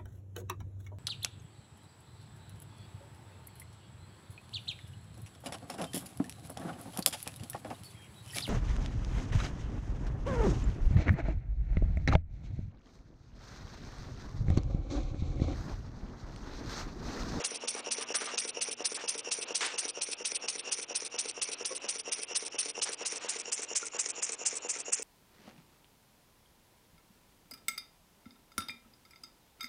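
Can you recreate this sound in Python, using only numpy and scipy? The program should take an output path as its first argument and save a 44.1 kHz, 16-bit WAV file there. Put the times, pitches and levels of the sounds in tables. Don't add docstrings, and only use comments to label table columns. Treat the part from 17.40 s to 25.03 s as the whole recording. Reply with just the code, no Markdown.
import sys
import numpy as np
from scipy import signal
from scipy.fft import rfft, irfft, next_fast_len
from scipy.io import wavfile
from scipy.ndimage import uniform_filter1d, minimum_filter1d

SR = 44100
rng = np.random.default_rng(int(sys.argv[2]) if len(sys.argv) > 2 else 0)


def dump_mix(stems):
    frames = np.atleast_2d(stems).T
    limited = np.clip(frames, -1, 1)
    pcm = np.round(limited * 32767).astype(np.int16)
    wavfile.write(sys.argv[1], SR, pcm)


def magnitude_from_level(level_db):
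    exponent = np.asarray(level_db, float) / 20
    return 10 ** exponent


N = 336483
TIME = np.arange(N) / SR
CUTOFF_HZ = 10300
FIRST_BLAST_S, TURN_S, TURN_COUNT = -.1825, .23372, 35


def rms_one(x):
    return x / np.sqrt(np.mean(x ** 2) + 1e-20)


def coloured(hz, level_db):
    size = next_fast_len(N)
    bins = np.maximum(np.arange(size // 2 + 1) * SR / size, 1)
    gain = magnitude_from_level(np.interp(np.log(bins), np.log(hz), level_db)) * (bins < CUTOFF_HZ)
    white = rng.standard_normal(size)
    return rms_one(irfft(gain * rfft(white), size)[:N])


def flicker(rate_hz):
    settle = 9000
    r = np.exp(-2 * np.pi * rate_hz / SR)
    slow = signal.lfilter([1], [1, -2 * r, r * r], rng.standard_normal(N + settle))
    return rms_one(slow[settle:])


def ring(clicks, hz, t60_s):
    r, w = magnitude_from_level(-60 / (t60_s * SR)), 2 * np.pi * hz / SR
    return signal.lfilter([0, np.sin(w)], [1, -2 * r * np.cos(w), r * r], clicks + 1e-18)


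def turns(after_s=0):
    return FIRST_BLAST_S + after_s + TURN_S * np.arange(TURN_COUNT)


# time_s, beside_cylinder (0-1), blast_db, puff_db, bench_db
MICROPHONE_PATH = [(-.2, .4, -27, -36, -34), (.1, 0.01, -26, -40.5, -32.5), (1.3, 0.01, -25, -36, -32),
                   (1.9, 0.03, -26, -36.5, -33), (2.8, 0.01, -25, -32.5, -35), (3.3, .03, -27, -37, -36),
                   (4.1, .02, -25, -37, -35.5), (4.549, .02, -27, -36, -36), (5.3, .02, -24, -38, -34.5),
                   (5.7, 0.13, -28, -41, -34), (6.05, 0.31, -28, -42, -35), (6.55, 0.72, -29, -41, -36.5),
                   (7.63, 0.83, -29, -42.5, -35)]


def walk(s, column):
    rows = np.array(MICROPHONE_PATH)
    return np.interp(s, rows[:, 0], rows[:, column])


# frequency_hz, level_db (per Hz)
RUMBLE_SPECTRUM = [(12, -68), (20, -25), (70, -33), (156, -4.5), (335, 1), (463, -2.5), (532, 2.5),
                   (583, -1), (640, 0.5), (1310, -2), (1940, -10.5), (2680, 2.5), (3450, -7.5),
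                   (4450, -7.5), (5000, -22.5), (6500, -67), (11000, -120)]
# time_s, level_db
RUMBLE_LEVEL = [(0.0, -53), (0.59, -53), (0.8, -58), (1.32, -57), (1.68, -56), (2.25, -51), (2.55, -59),
                (3.65, -56.5), (4.65, -54.5), (4.97, -61.5), (5.61, -55), (7.63, -57.5)]


def rumble():
    level_db = np.interp(TIME, *np.transpose(RUMBLE_LEVEL)) + 3.3 * flicker(7.2)
    return magnitude_from_level(level_db) * coloured(*np.transpose(RUMBLE_SPECTRUM))


# start_s, hold_s, t60_s, centre_hz, level_db
SHUFFLE_EVENTS = [(0, 0.04, .15, 1300, -45), (0.359, 0.038, 0.15, 900, -45.5),
                  (0.602, 0.024, 0.16, 1590, -43), (0.743, 0.006, 0.13, 1810, -34.5),
                  (0.803, 0.018, 0.26, 1700, -40), (0.871, 0.012, 0.38, 1620, -41.5),
                  (1.384, 0.051, 0.18, 1200, -52), (1.57, 0.039, 0.18, 1500, -44),
                  (2.206, 0.02, 0.24, 2200, -31.5), (2.24, 0.038, 0.51, 2000, -44),
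                  (5.455, 0.028, 0.17, 1340, -41.5), (5.604, 0.035, 0.15, 1200, -48.5),
                  (5.803, 0.11, 0.51, 2200, -47), (6.531, 0.044, 0.19, 900, -47),
                  (6.903, 0.038, .2, 794, -53)]


def shuffles():
    out = np.zeros(N)
    grit = rng.standard_normal(N) * magnitude_from_level(0.79 * flicker(200))
    for s, hold, t60, hz, level_db in SHUFFLE_EVENTS:
        rise = 0.087 * hold
        span = slice(int(s * SR), int((s + rise + hold + t60) * SR))
        t = TIME[span] - s
        decay_db = 60 * np.maximum(t - rise - hold, 0) / t60
        stroke = np.clip(t / rise, 0, 1) * magnitude_from_level(level_db - decay_db)
        band = signal.butter(1, [hz / 2.5, hz * 1.62], "band", fs=SR, output="sos")
        out[span] += stroke * rms_one(signal.sosfilt(band, grit[span]))
    return out


# frequency_hz, start_db, later_db (from 2.5 s on)
HUM_LINES = [(119.3, -78.5, -81), (150, -79, -86), (238.3, -65, -84.5)]


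def hum():
    out = np.zeros(N)
    for hz, start_db, later_db in HUM_LINES:
        level_db = np.interp(TIME, [1.1, 2.5], [start_db, later_db]) + flicker(4.5)
        out += np.sqrt(2) * magnitude_from_level(level_db) * np.sin(2 * np.pi * hz * TIME)
    return out


# frequency_hz, level_db (per Hz)
HISS_SPECTRUM = [(20, 3.5), (300, 1.5), (600, -22), (3500, -6.5), (6000, 1.5), (7500, 2), (10000, 3)]


def self_noise():
    return magnitude_from_level(-65) * coloured(*np.transpose(HISS_SPECTRUM))


def jet(turn_db, shape, colour, gust_db):
    after, shape_db = np.transpose(shape)
    jitter_s = 0.00047 * rng.standard_normal(TURN_COUNT)
    scatter_db = 1.16 * rng.standard_normal(TURN_COUNT)
    opening = np.zeros(N)
    for s, level_db in zip(turns() + jitter_s, turn_db + scatter_db):
        span = slice(max(int((s + after[0]) * SR), 0), max(int((s + after[-1]) * SR), 0))
        opening[span] += magnitude_from_level(level_db + np.interp(TIME[span] - s, after, shape_db))

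    beside = np.clip(walk(TIME, column=1), 0, 1)
    hz, facing_db, beside_db = np.transpose(colour)
    air = np.sqrt(1 - beside) * coloured(hz, facing_db)
    air += np.sqrt(beside) * coloured(hz, beside_db)

    body = signal.sosfiltfilt(signal.butter(4, 7800, fs=SR, output="sos"), air)
    shadow_db = -3.5 * np.sin(np.pi * np.sqrt(beside))
    top_gain = magnitude_from_level(shadow_db + gust_db * flicker(150))
    return opening * (body * magnitude_from_level(gust_db * flicker(170)) + (air - body) * top_gain)


# after_blast_s, level_db
INLET_OPENING = [(.135, -60), (.15, -13.5), (.163, 0.5), (.18, 2.5), (.19, 4.5), (.2, 1), (.208, 4),
                 (.215, -60)]
# frequency_hz, facing_port_db, beside_cylinder_db (per Hz)
INLET_COLOUR = [(300, -7, -5), (1700, -13.5, -11), (2451, -13, -9.5), (2767, 2.5, 5.5), (3178, -13.5, -23),
                (4270, -26, -27.5), (5420, -5.5, -10), (5610, 3.5, 4), (6200, -11.5, -5.5),
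                (7000, -14, 9.5), (7900, -24.5, -13), (8180, -27.5, -28), (10440, 0, -25.5)]


def inlet():
    level_db = np.interp(walk(turns(), column=1), [0, 1], [-45.5, -45.5])
    return jet(level_db, INLET_OPENING, INLET_COLOUR, gust_db=2.5)


# frequency_hz, t60_s, outer_knock_db, inner_knock_db
BENCH_MODES = [(186.2, 0.51, -16.5, -14.5), (231.3, 0.71, -23, -26.5), (288.8, 0.35, -15.5, -35),
               (390, 0.045, -45, -33.5), (425, 0.034, -5.5, -24), (452, 0.068, 0.5, -5),
               (495.4, 0.062, -4, -0.5), (582.7, 0.066, -9.5, -5), (685, 0.043, -11.5, -4),
               (840, 0.086, -18, -13), (914, 0.078, -13.5, -12.5), (1105, 0.033, -10.5, -23),
               (1400, 0.045, -10, -19), (2200, 0.064, -12, -28), (3680, 0.015, -23.5, -33)]
# after_touch_s, share of the blow
OUTER_BOUNCES = [
    (0, 0.78),
    (.017, 0.25),
    (.024, .22),
    (.04, 0.2),
    (0.046, .25),
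]
# after_touch_s, share of the blow (sign is the side struck)
INNER_BOUNCES = [
    (.001, 1),
    (0.0126, -0.65),
]


def knocks():
    out = np.zeros(N)
    bearings = magnitude_from_level(-90) * rng.standard_normal(N)
    for hz, t60, outer_db, inner_db in BENCH_MODES:
        clicks = np.append(bearings * magnitude_from_level(outer_db), np.zeros(SR))
        blows = [(.0655, -1.07, outer_db, OUTER_BOUNCES), (.1845, 0, inner_db, INNER_BOUNCES)]
        for after, knock_db, mode_db, touches in blows:
            s = turns(after)
            scatter_db = 1.9 * rng.standard_normal(len(s))
            strength = (s >= 0) * magnitude_from_level(walk(s, column=4) + knock_db - 4.0 + mode_db + scatter_db)
            for later, share in touches:
                clicks[np.maximum(((s + later) * SR).astype(int), 0)] += share * strength
        out += ring(clicks[:N], hz, t60)
    return out


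# after_blast_s, level_db
BLAST_OPENING = [(-.016, -67), (-.01, -19), (-.003, 2), (.003, 7), (.012, 2.5), (.021, 0.5), (.027, -8.5),
                 (.034, -36)]
# frequency_hz, facing_port_db, beside_cylinder_db (per Hz)
BLAST_COLOUR = [(300, -30, -29), (1200, -25, -23), (2820, -13.5, -6), (3330, -12, -28), (4840, -7.5, -8.5),
                (5340, -3.5, 0), (6130, -1.5, 3.5), (6770, -21, 6), (7540, -10, 7.5), (7920, -5, 5),
                (9570, 4, 2), (9440, 14.5, 11.5)]


def blast():
    return jet(walk(turns(), column=2), BLAST_OPENING, BLAST_COLOUR, gust_db=2.5)


# after_blast_s, level_db
POP_OPENING = [(-.015, -49.5), (-.011, -16), (-.005, -7), (.0005, -10.5), (.008, -19), (.018, -29),
               (.03, -48)]
# frequency_hz, facing_port_db, beside_cylinder_db (per Hz)
POP_COLOUR = [(300, -16.5, -15), (1200, -8.5, -1.5), (2000, -12, -1), (2680, 3.5, 6), (3120, -4, -14),
              (4270, -1, -11), (5430, 2, -1), (6330, 3, 6), (7200, -9.5, 6.5), (9000, -15, -14.5)]


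def pop():
    return jet(walk(turns(), column=2), POP_OPENING, POP_COLOUR, gust_db=1.9)


# after_blast_s, level_db
LEAK_OPENING = [(.015, -21.5), (.03, 5.5), (.045, 4), (.066, 8), (.081, 2), (.086, -3), (.1, 3),
                (.122, 4.5), (.132, -62)]
# frequency_hz, facing_port_db, beside_cylinder_db (per Hz)
LEAK_COLOUR = [(294, -18.5, -21), (1700, -14.5, -12.5), (2300, -5, -4.5), (2930, -14.5, -15.5),
               (4840, -9.5, -17), (5120, -8, -8), (5820, 3.5, -2), (6610, -13, -2), (7150, -12, 0.5),
               (7800, -18, -14.5), (8730, -7, -8.5), (9740, 7, -20.5), (10640, -12, -17)]


def leak():
    level_db = np.interp(walk(turns(), column=1), [0, 1], [-45, -49])
    return jet(level_db, LEAK_OPENING, LEAK_COLOUR, gust_db=3.5)


# after_blast_s, level_db
PUFF_OPENING = [(.084, -41.5), (.092, 8.5), (.1, 4.5), (.108, 11.5), (.118, 0), (.124, -45), (.131, -52)]
# frequency_hz, facing_port_db, beside_cylinder_db (per Hz)
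PUFF_COLOUR = [(300, -23, -20.5), (1500, -30.5, -17.5), (2200, -24.5, -22), (2620, -3, -4.5),
               (2860, -9.5, -37), (4430, -8, -13.5), (5600, -5, -6), (6330, -9, 1), (6500, -24.5, -9),
               (7960, -5.5, 7.5), (8750, -4.5, -0.5), (9830, 16, 5.5), (10400, 11.5, 9)]


def puff():
    return jet(walk(turns(), column=3), PUFF_OPENING, PUFF_COLOUR, gust_db=3.03)


def echoes(x):
    dull = signal.sosfilt(signal.butter(2, 3500, fs=SR, output="sos"), x)
    out = x.copy()
    for lag_s, level_db in [(.011, -30), (.023, -16.5), (.037, -17), (.056, -49.5), (.083, -49)]:
        lag = int(lag_s * SR)
        out[lag:] += magnitude_from_level(level_db) * dull[:-lag]
    return out


# start_s, pitch_hz, t60_s, level_db
TAP_EVENTS = [(.6, 1200, 0.33, -48), (0.743, 1196, 0.72, -48), (.876, 1210, 0.27, -45),
              (4.309, 520, 0.13, -35), (4.307, 386, 0.14, -40), (4.307, 637, .08, -44),
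              (4.308, 1100, 0.1, -42), (6.43, 1393, 0.064, -36), (7.36, 1355, 0.045, -41)]


def taps():
    out = np.zeros(N)
    for s, hz, t60, level_db in TAP_EVENTS:
        click = magnitude_from_level(level_db) * (np.arange(N) == int(s * SR))
        out += ring(click, hz, t60)
    return out


def scene():
    shop = rumble() + shuffles() + taps()
    engine = inlet() + knocks() + blast() + pop() + leak() + puff()
    return (echoes(engine) + shop)[None]


def gate(x, margin_db, wander_db, low_hz, least_db, tilt_db):
    hz, _, cells = signal.stft(x, SR, nperseg=256)
    power = uniform_filter1d(np.abs(cells) ** 2, size=7, axis=0)
    level_db = 10 * np.log10(uniform_filter1d(power, size=3, axis=1) + 1e-20)
    bands, frames = level_db.shape
    loudest_db = -minimum_filter1d(-level_db[hz > low_hz].max(axis=0), size=17)

    luck = rng.standard_normal((bands // 3 + 1, frames // 5 + 1))
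    luck = luck.repeat(3, axis=0).repeat(5, axis=1)[:bands, :frames]
    loudest_db += 2.5 * rng.standard_normal(frames // 8 + 1).repeat(8)[:frames]

    threshold_db = np.maximum(loudest_db - margin_db, least_db)
    threshold_db = threshold_db + tilt_db * np.log2(hz[:, None] / low_hz + .01)
    above_db = level_db - threshold_db + wander_db * luck
    soft_switch = 1 / (1 + magnitude_from_level(np.clip(-20 * above_db, -99, 99)))
    kept = np.where(hz[:, None] > low_hz, soft_switch, 1)
    return signal.istft(cells * kept, SR, nperseg=256)[1][:N]


def top_cut(x):
    return signal.sosfilt(signal.butter(12, 10990, fs=SR, output="sos"), x)


def record(dry):
    x = signal.sosfilt(signal.butter(4, 274.6, "high", fs=SR, output="sos"), dry[0])
    x = x + hum() + self_noise()
    x = gate(x, margin_db=29.5, wander_db=4.5, low_hz=3620, least_db=-83.5, tilt_db=3.0)
    x = signal.sosfilt(signal.cheby2(12, 60, CUTOFF_HZ + 200, fs=SR, output="sos"), x)
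    return top_cut(x[None])


dry = scene()
out = record(dry)
dump_mix(out)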